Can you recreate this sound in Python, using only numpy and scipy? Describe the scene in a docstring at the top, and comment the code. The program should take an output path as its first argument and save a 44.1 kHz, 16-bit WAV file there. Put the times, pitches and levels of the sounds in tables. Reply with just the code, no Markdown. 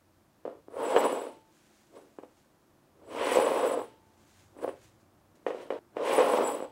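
"""A quiet room rumbles and murmurs behind a steady hiss; then a ceramic bowl is set down with knocks.
It is pushed across a wooden table and lifted off again, several times, and a sleeve rustles.
Uneven impacts under the foot drive the resonances of the table, and grit those of the glazed wall.
A slow rim tone sings as pushes end; filtered noise makes the rub, cloth, room and hiss."""
import sys
import numpy as np
from scipy import signal
from scipy.fft import rfft, irfft, next_fast_len
from scipy.io import wavfile
from scipy.ndimage import uniform_filter1d, map_coordinates

SR = 44100
rng = np.random.default_rng(int(sys.argv[2]) if len(sys.argv) > 2 else 0)


def output_pcm(signal):
    """Save a mono or channel-first signal as 16-bit PCM at the path in sys.argv[1].

    Samples are clipped to [-1, 1] before scaling.
    """
    pcm = np.clip(np.atleast_2d(signal).T, -1, 1) * 32767
    wavfile.write(sys.argv[1], SR, np.round(pcm).astype(np.int16))


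N = 295911  # length in samples

# Knocks of the foot on the table, as relative drive levels.
# Each row: time in seconds, boards in dB, then frame (thud) and snap (hardness) in dB re the boards.
KNOCK_BLOWS = [(0.452, -23.5, -41, -26), (0.462, -37.5, 3, -30), (0.478, -32, -1, -34),
               (0.683, -53.5, 14.5, -29), (0.741, -33, -30, -26), (0.767, -25, -35, -24),
               (0.916, -24, -11, -22), (0.952, -16, -19, -33), (0.963, -6, -24, -14),
               (1.002, -22, -22, -6.5), (1.128, -19.5, -8, -23), (2.186, -44.5, 10, -6.5),
               (2.234, -34, -21, -24), (3.15, -32.5, -17, -14), (3.317, -17, -23, -12.5),
               (3.356, -14, -36, -15), (3.37, -9, -32, -22), (3.387, -16, -3, -25), (3.399, -13, -24, -20),
               (3.445, -16, -23, -19), (3.518, -16.5, -14, -16), (3.716, -22, -15, -30),
               (3.774, -19, -31, -31), (3.816, -27, -15, -19.5), (4.566, -55, 11.5, -11.5),
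               (4.587, -37.5, -11, -13), (4.645, -18.5, -13, -29), (4.678, -20.5, -17, -25),
               (4.691, -24, -20, -20), (5.465, -15, -30, -15.5), (5.485, -40, -9, -22),
               (5.505, -23, -22, -14.5), (5.546, -26, -26, -23), (5.704, -17.5, -39, -15.5),
               (5.724, -24.5, -11.5, -24), (5.948, -47, -9, -22), (5.968, -22, -8.5, -16.5),
               (6.075, -20.5, -31, -10.5), (6.18, -11, -31, -16), (6.187, -7.5, -25, -19),
               (6.203, -11.5, -33, -18), (6.229, -14.5, -17, -20), (6.386, -11.5, -15, -31),
               (6.396, -16, -18, -19), (6.441, -17, -17, -23), (6.603, -28.5, -5, -14),
               (6.624, -25.5, -6, -26)]
# Resonances of the wooden table: boards, strongest mode, lower modes of the frame, higher modes,
# and short modes at the top. Each row: centre in Hz, width in Hz, relative level in dB.
BOARD_MODES = [(390, 92, -7), (455.7, 31, -0.5), (527, 210, -5.5), (634, 55, -16.5)]
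BELLY_MODE = [(503.1, 26, 8.5)]
FRAME_MODES = [(244, 38, -26), (307, 89, -1.5), (379.5, 100, 0)]
UPPER_MODES = [(715, 20.6, 19.5), (827, 32, 13.5), (905, 74, 5.5), (964, 92, -5), (1040, 100, 4),
               (1415, 110, -14.5)]
KNOT_MODES = [(1680, 200, -4), (1830, 130, 2.5), (2254, 1800, -3.5), (2430, 250, -8), (2896, 67, 3)]


def amp(db):
    """Level as the logarithm of amplitude: decibels to gain."""
    return 10 ** (np.asarray(db) / 20)


def unit(x):
    """Normalisation by mean power: x scaled to rms 1."""
    return x / np.sqrt(np.mean(x ** 2) + 1e-20)


def along(points, hz):
    """Logarithmic frequency scale: (Hz, value) points interpolated on it."""
    f, v = np.transpose(points)
    return np.interp(np.log(hz + 1), np.log(f + 1), v)


def gains(curves, level_db=lambda db: db):
    """Amplitude envelopes: dB curves become gains that add, each silent outside its own span."""
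    t = np.arange(N) / SR
    total = np.zeros(N)
    for curve in curves:
        seconds, *columns = np.transpose(curve)
        # level_db turns the columns of a curve into one level
        level = np.interp(t, seconds, level_db(*columns), left=-200, right=-200)
        total += amp(level)
    return uniform_filter1d(total, size=60)


def swells(rows):
    """Rise and fall: each row becomes a curve of three points, quiet, peak, quiet."""
    swell_db = 30
    curves = []
    for peak, rise, fall, *db in rows:
        quiet = np.subtract(db, swell_db)
        curves.append([(peak - rise, *quiet), (peak, *db), (peak + fall, *quiet)])
    return curves


def wobble(rate):
    """Slow random modulation: a smooth curve through random knots, rate of them a second."""
    knots = rng.standard_normal(int(N * rate / SR) + 4)
    return map_coordinates(knots, [np.arange(N) * rate / SR])


def filtered(x, response):
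    """Linear filtering: the spectrum of x times a complex response of frequency."""
    m = next_fast_len(N + 8192)
    hz = np.fft.rfftfreq(m, 1 / SR)
    return irfft(rfft(x, m) * response(hz), m)[:N]


def coloured(x, spectrum):
    """Spectral shaping: x given a spectrum of (Hz, dB per Hz), rms 1."""
    return unit(filtered(x, lambda hz: amp(along(spectrum, hz))))


def modes(table):
    """Modal superposition: causal response of resonances that all start in the same sense."""
    def response(f):
        return sum(amp(db) * 1j * f * width / (centre * centre - f * f + 1j * f * width)
                   for centre, width, db in table)
    return response


def rung(force, *tables):
    """Forced vibration: a force through resonances in series, scaled to turn unit noise into rms 1."""
    def response(f):
        return np.prod([modes(table)(f) for table in tables], axis=0)
    power = np.mean(abs(response(np.arange(1., SR / 2))) ** 2)
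    return filtered(force, response) / np.sqrt(power)


def bumps(rate, spread_db, smooth):
    """Asperity contact: random impacts of uneven size over a share of smooth noise, rms 1."""
    hit, size, sign = rng.random((3, N))
    sizes = amp(-spread_db * np.log(size + 0.0022))  # exponential in dB
    impacts = (hit < rate / SR) * sizes * np.sign(sign - .5)
    smooth = np.clip(smooth, 0, 1)
    return np.sqrt(1 - smooth) * unit(impacts) + np.sqrt(smooth) * rng.standard_normal(N)


def room_tone():
    """Broadband background: distant rumble that swells, and a steadier murmur of air."""
    # Spectra of rumble and air. Each row: frequency in Hz, relative density in dB per Hz.
    rumble_spectrum = [(20, -35), (40, -34.5), (60, -7.5), (75, -10.5), (90, 2), (105, -3), (140, -8.5),
                       (190, -45), (310, -120)]
    air_spectrum = [(12, -57), (20, -17), (74, -12), (154, -6), (177, -10.5), (217, -4), (250, -9),
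                    (345, -2.5), (414, -13), (596, -11), (823, -14), (1140, -16), (2500, -33.5),
                    (3250, -58), (5500, -120)]
    # Their levels before the wobble. Each row: time in seconds, level in dB.
    rumble_level = [(0.0, -77), (0.17, -70), (0.28, -79), (1.01, -69), (1.1, -80.5), (2.65, -83),
                    (3.23, -61.5), (3.34, -70), (3.44, -59.5), (3.53, -72.5), (4.75, -67.5), (5.53, -75),
                    (6.35, -71.5), (6.71, -80)]
    air_level = [(0.0, -67.5), (6.71, -63.5)]
    rumble_gain = gains([rumble_level]) * amp(.8 * wobble(2))
    rumble = rumble_gain * coloured(rng.standard_normal(N), rumble_spectrum)
    air_gain = gains([air_level]) * amp(0.37 * wobble(5.5))
    return rumble + air_gain * coloured(rng.standard_normal(N), air_spectrum)


def walls(x):
    """Reverberant decay: each frequency of the room's answer dies at its own speed."""
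    # Decay of the room. Each row: frequency in Hz, time to fall by 60 dB in seconds.
    decay_times = [(200, 0.28), (1000, 0.24), (4000, 0.67), (12000, 0.052)]
    hz, t, z = signal.stft(rng.standard_normal(SR // 2), SR, nperseg=256)
    decay = amp(-60 * t / along(decay_times, hz)[:, None])
    tail = signal.istft(z * decay, SR, nperseg=256)[1]
    delayed = np.pad(x, (300, 0))  # samples before the answer
    return signal.fftconvolve(delayed, tail / np.linalg.norm(tail))[:N]


def sleeve():
    """Friction of cloth on cloth: dense soft grains of noise under slow swells."""
    # Rustles. Each row: peak time, rise and fall in seconds, level in dB before the wobble.
    rustles = [(1.546, 0.16, 0.38, -73), (1.76, 0.56, 1.4, -69), (2.382, 0.097, 0.14, -72),
               (4.2, .4, 0.45, -78.5), (4.4, 0.52, .3, -64.5), (4.842, 0.2, 0.21, -61.5),
               (5.006, .02, .08, -75), (5.356, 0.0087, 0.087, -67.5)]
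    # Spectrum of the cloth. Each row: frequency in Hz, relative density in dB per Hz.
    cloth_spectrum = [(880, -12), (1500, -3.5), (2010, -5), (4730, -9), (5020, -9), (6800, -6.5),
                      (14900, -22.5), (15700, -21)]
    grains = bumps(rate=5000, spread_db=3.0, smooth=0.3)
    return gains(swells(rustles)) * amp(0.8 * wobble(24.67)) * coloured(grains, cloth_spectrum)


def rim():
    """Free decay of one mode: the rim sings on as a push ends and is stilled by a touch."""
    # Rings. Each row: start in seconds, nominal level in dB, time to fall by 60 dB in seconds,
    # time of the touch in seconds.
    rings = [(1.24, -51, .9, 1.51), (3.76, -54.5, 1.3, 4.57), (6.58, -50, 1.2, 6.8)]
    rim_hz = 883.4
    t = np.arange(N) / SR
    start, db, t60, still = np.transpose(rings)[:, :, None]
    since = np.clip(t - start, 0, None)
    decay = amp(db - 60 * since / t60)
    build = 1 - np.exp(-since / .03)
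    damping = amp(-60 * np.clip(t - still, 0, None) / .05)  # 60 dB in 0.05 s
    level = (decay * build * damping).sum(axis=0)
    return level * amp(.7 * wobble(9)) * np.sin(2 * np.pi * rim_hz * t)


def blows(column, offset_db):
    """Impulsive excitation: one impulse a knock, at the boards' level plus a column (0: none)."""
    rows = np.array(KNOCK_BLOWS)
    db = rows[:, 1] + (rows[:, column] if column else 0) + offset_db
    at = np.round(rows[:, 0] * SR).astype(int)
    return -np.bincount(at, amp(db), N)


def ticks():
    """Transmitted impact: what the knocks pass on to the wall, in either sense."""
    return blows(column=3, offset_db=-11) * np.sign(rng.standard_normal(N))


def glaze(strength):
    """Selective resonance: each wall mode meets its own grit, through a band the thick foot passes."""
    # Modes of the bowl wall. Each row: centre in Hz, width in Hz, relative level in dB.
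    wall_modes = [(7762, 32, 0), (9497, 36, 0), (11270, 45, -19), (11350, 45, -19), (12530, 36, -14),
                  (13310, 50, -16), (13740, 50, -16), (15600, 38, -16)]
    out = np.zeros(N)
    for hz, width, db in wall_modes:
        grit = strength * amp(2.2 * wobble(15)) * bumps(rate=1200, spread_db=1.5, smooth=0.11)
        out += amp(db - 4.5) * rung(grit + ticks(), [(hz, width, 0)], [(hz, 12 * width, 0)])
    return out


def knocks():
    """Impact excitation: a short push into the table modes, and a snap with splinters into the top ones."""
    t = np.arange(SR // 20) / SR
    boards = rung(blows(column=0, offset_db=21), BOARD_MODES + BELLY_MODE, [(519, 660, 0)])
    frame = rung(blows(column=2, offset_db=25), FRAME_MODES)
    upper = rung(blows(column=3, offset_db=27.5), UPPER_MODES, [(895, 3300, 0)])
    push = np.exp(-((t[:60] - 7e-4) / 0.00022) ** 2) / 20  # contact lasts about half a millisecond
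    body = np.convolve(boards + frame + upper, push)[:N]
    splinter_decay = amp(-60 * t / 0.062)  # 60 dB in 0.062 s, cut off at 0.05 s
    splinter_level = np.convolve(blows(column=3, offset_db=-10.0), splinter_decay)[:N]
    splinters = splinter_level * rng.standard_normal(N)
    snap = splinters + blows(column=3, offset_db=9)
    return body + rung(snap, KNOT_MODES, [(2180, 1300, 0)], [(2180, 1300, 0)])


def contact(depth, hop):
    """Intermittent contact: the foot hops clear around each knock, for about hop s, so rubbing thins."""
    seconds = np.array(KNOCK_BLOWS)[:, 0] + 0.0028
    at = np.bincount(np.round(seconds * SR).astype(int), minlength=N)
    lift = np.exp(-(np.arange(-SR // 20, SR // 20 + 1) / SR / hop) ** 2)
    lifted = np.clip(signal.fftconvolve(at, lift, "same"), 0, 1)
    return 1 - np.clip(depth, 0, 1) * lifted


def follows(layer):
    """Friction power laws: the gain of one layer follows the weight, speed and rasp of the push."""
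    # Long pushes, one curve each. Each row: time in seconds, weight, speed and rasp as control
    # levels in dB (these three lead the boards, the glaze and the scrape).
    pushes = [
        [(0.7, -58.5, -75, -72), (0.8, -30, -56.5, -52), (0.91, -31.5, -49, -43.5), (0.952, -24.5, -53.5, -45),
         (0.964, -25, -46.5, -34.5), (0.978, -21, -44, -45), (1.004, -31, -41, -44), (1.016, -26.5, -60, -42),
         (1.046, -26.5, -44, -43.5), (1.088, -35, -53, -47.5), (1.122, -28.5, -50.5, -48),
         (1.28, -43, -61, -56), (1.42, -88, -86.5, -74)],
        [(2.95, -80, -95, -81), (3.086, -51.5, -70, -63), (3.114, -47.5, -62, -52.5), (3.216, -30, -56.5, -38),
         (3.336, -33.5, -41.5, -37), (3.358, -31, -43, -35.5), (3.372, -23, -47, -36), (3.43, -25, -49, -40.5),
         (3.732, -30, -50, -47), (3.752, -32, -60, -54.5), (3.79, -30, -49.5, -57), (3.932, -86, -89.5, -67),
         (3.95, -63, -88, -79)],
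        [(5.945, -56, -80, -84), (5.969, -33, -81, -44), (6.001, -36.5, -72, -53.5), (6.069, -28, -54.5, -37),
         (6.159, -30, -40, -39.5), (6.189, -18.5, -48.5, -37), (6.251, -25.5, -47, -39.5),
         (6.357, -26, -46, -42.5), (6.377, -28, -43, -38.5), (6.387, -21, -50, -44), (6.471, -30.5, -42.5, -46),
         (6.645, -41.5, -61.5, -58.5), (6.71, -83, -87, -76)],
    ]
    # Short scuffs as the bowl settles or is picked up. Each row: peak time, rise and fall
    # in seconds, weight, speed and rasp in dB.
    scuffs = [(0.456, .003, 0.15, -34, -75, -63), (1.96, .06, 0.19, -55, -64.5, -61.5),
              (2.19, .004, 0.022, -41, -69, -57), (2.234, 0.033, 0.059, -51, -69, -67.5),
              (4.57, 0.0038, .1, -55, -70, -70), (4.64, 0.093, 0.058, -35, -56, -52.5),
              (4.682, 0.053, 0.097, -41, -62.5, -53.5), (5.468, 0.0058, 0.23, -33, -80, -45),
              (5.62, 0.28, 0.17, -59.5, -69, -53.5), (5.707, 0.0033, .22, -33, -75, -49)]
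    # Usual weight, speed and rasp of a push, in dB.
    usual_db = (-28, -48, -43)
    # Law of each layer: nominal level in dB at the usual values, then dB per dB of weight, speed, rasp.
    laws = {"belly": (-33, 1.28, 0.1, 0.15), "boards": (-30.5, 0.7, -0.06, 0.2),
            "frame": (-35.5, 0.26, 0.32, .1), "upper": (-32.5, .5, 0.35, 0.3),
            "scrape": (-43, -0.01, 0.13, 1.17), "glaze": (-46.5, 0.02, 1.06, 0.06),
            "hiss": (-55.5, -0.17, 0.26, 0.93)}
    db, *slopes = laws[layer]

    def law(*controls):
        return db + sum(slope * (control - usual)
                        for slope, control, usual in zip(slopes, controls, usual_db))
    return gains(pushes + swells(scuffs), law)


def slide():
    """Roughness excitation: the foot chatters over the grain; bumps shake the boards, grit the glaze."""
    # Spectra of the rub and of the foot's fine hiss. Each row: frequency in Hz, relative dB per Hz.
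    rub_spectrum = [(800, -27), (1300, -8), (2000, 0), (3100, -4), (3500, -10), (4200, -19), (6000, -47),
                    (16000, -71)]
    grit_spectrum = [(2500, -21), (3800, -4.5), (5600, -6.5), (7000, -9.5), (8600, -9.5), (10500, -17.5),
                     (13000, -20), (14800, -25), (15900, -26.5)]
    chatter = amp(1.16 * wobble(45)) * contact(depth=0.37, hop=0.0082)
    coarse = chatter * bumps(rate=1500, spread_db=2.5, smooth=0.34)
    # the belly is excited more at some places than at others
    belly_force = follows("belly") * amp(1.55 * wobble(11)) * coarse
    belly = rung(belly_force, BELLY_MODE, [(504, 630, 0)])
    boards = rung(follows("boards") * coarse, BOARD_MODES, [(473.0, 345, 0)])
    frame = rung(follows("frame") * coarse, FRAME_MODES, [(330, 274, 0)])
    upper = rung(follows("upper") * coarse, UPPER_MODES, [(903, 183, 0)])
    scrape = follows("scrape")
    rasp = amp(-9.0) * rung(scrape * coarse, KNOT_MODES, [(2250, 2500, 0)], [(2250, 2500, 0)])
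    rub_noise = coloured(bumps(rate=3700, spread_db=2.5, smooth=0.72), rub_spectrum)
    rub = amp(-2.5) * scrape * chatter * rub_noise
    fine = follows("glaze") * amp(1.6 * wobble(30))
    hiss_noise = coloured(bumps(rate=4900, spread_db=3.0, smooth=0.36), grit_spectrum)
    hiss = follows("hiss") * amp(1.5 * wobble(60)) * hiss_noise
    return boards + belly + frame + upper + rasp + rub + glaze(fine) + hiss


def radiated(x, corner_hz):
    """Radiation efficiency: the table moves little air below its size, a steep causal high-pass."""
    return filtered(x, lambda f: (1j * f / (corner_hz + 1j * f)) ** 3)


def scene():
    """Superposition of sources: bowl and table with their reverberation, sleeve and room."""
    # The bowl and its reverberation stop dead between these two times, in seconds.
    stop = (5.79, 5.93)
    bowl = radiated(slide() + knocks(), corner_hz=169) + rim()
    t = np.arange(N) / SR
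    sounding = (t < stop[0]) | (t > stop[1])
    heard = uniform_filter1d(1. * sounding, size=150)
    bowl_in_room = heard * (bowl + amp(-12) * walls(bowl))
    return (bowl_in_room + sleeve() + room_tone())[None]


def record(dry):
    """Self-noise and bandwidth: microphone hiss is added, then all above the band limit is removed."""
    # Spectrum of the microphone noise. Each row: frequency in Hz, relative density in dB per Hz.
    noise_spectrum = [(880, -19.5), (1500, 0), (1700, -2), (2160, -4.5), (2310, -4.5), (3660, -6.5),
                      (15700, -11.5)]
    hiss_db, top_hz = -74.5, 15820
    hiss = amp(hiss_db) * coloured(rng.standard_normal(N), noise_spectrum)
    return filtered(dry[0] + hiss, lambda hz: hz < top_hz)[None]


dry = scene()
out = record(dry)
output_pcm(out)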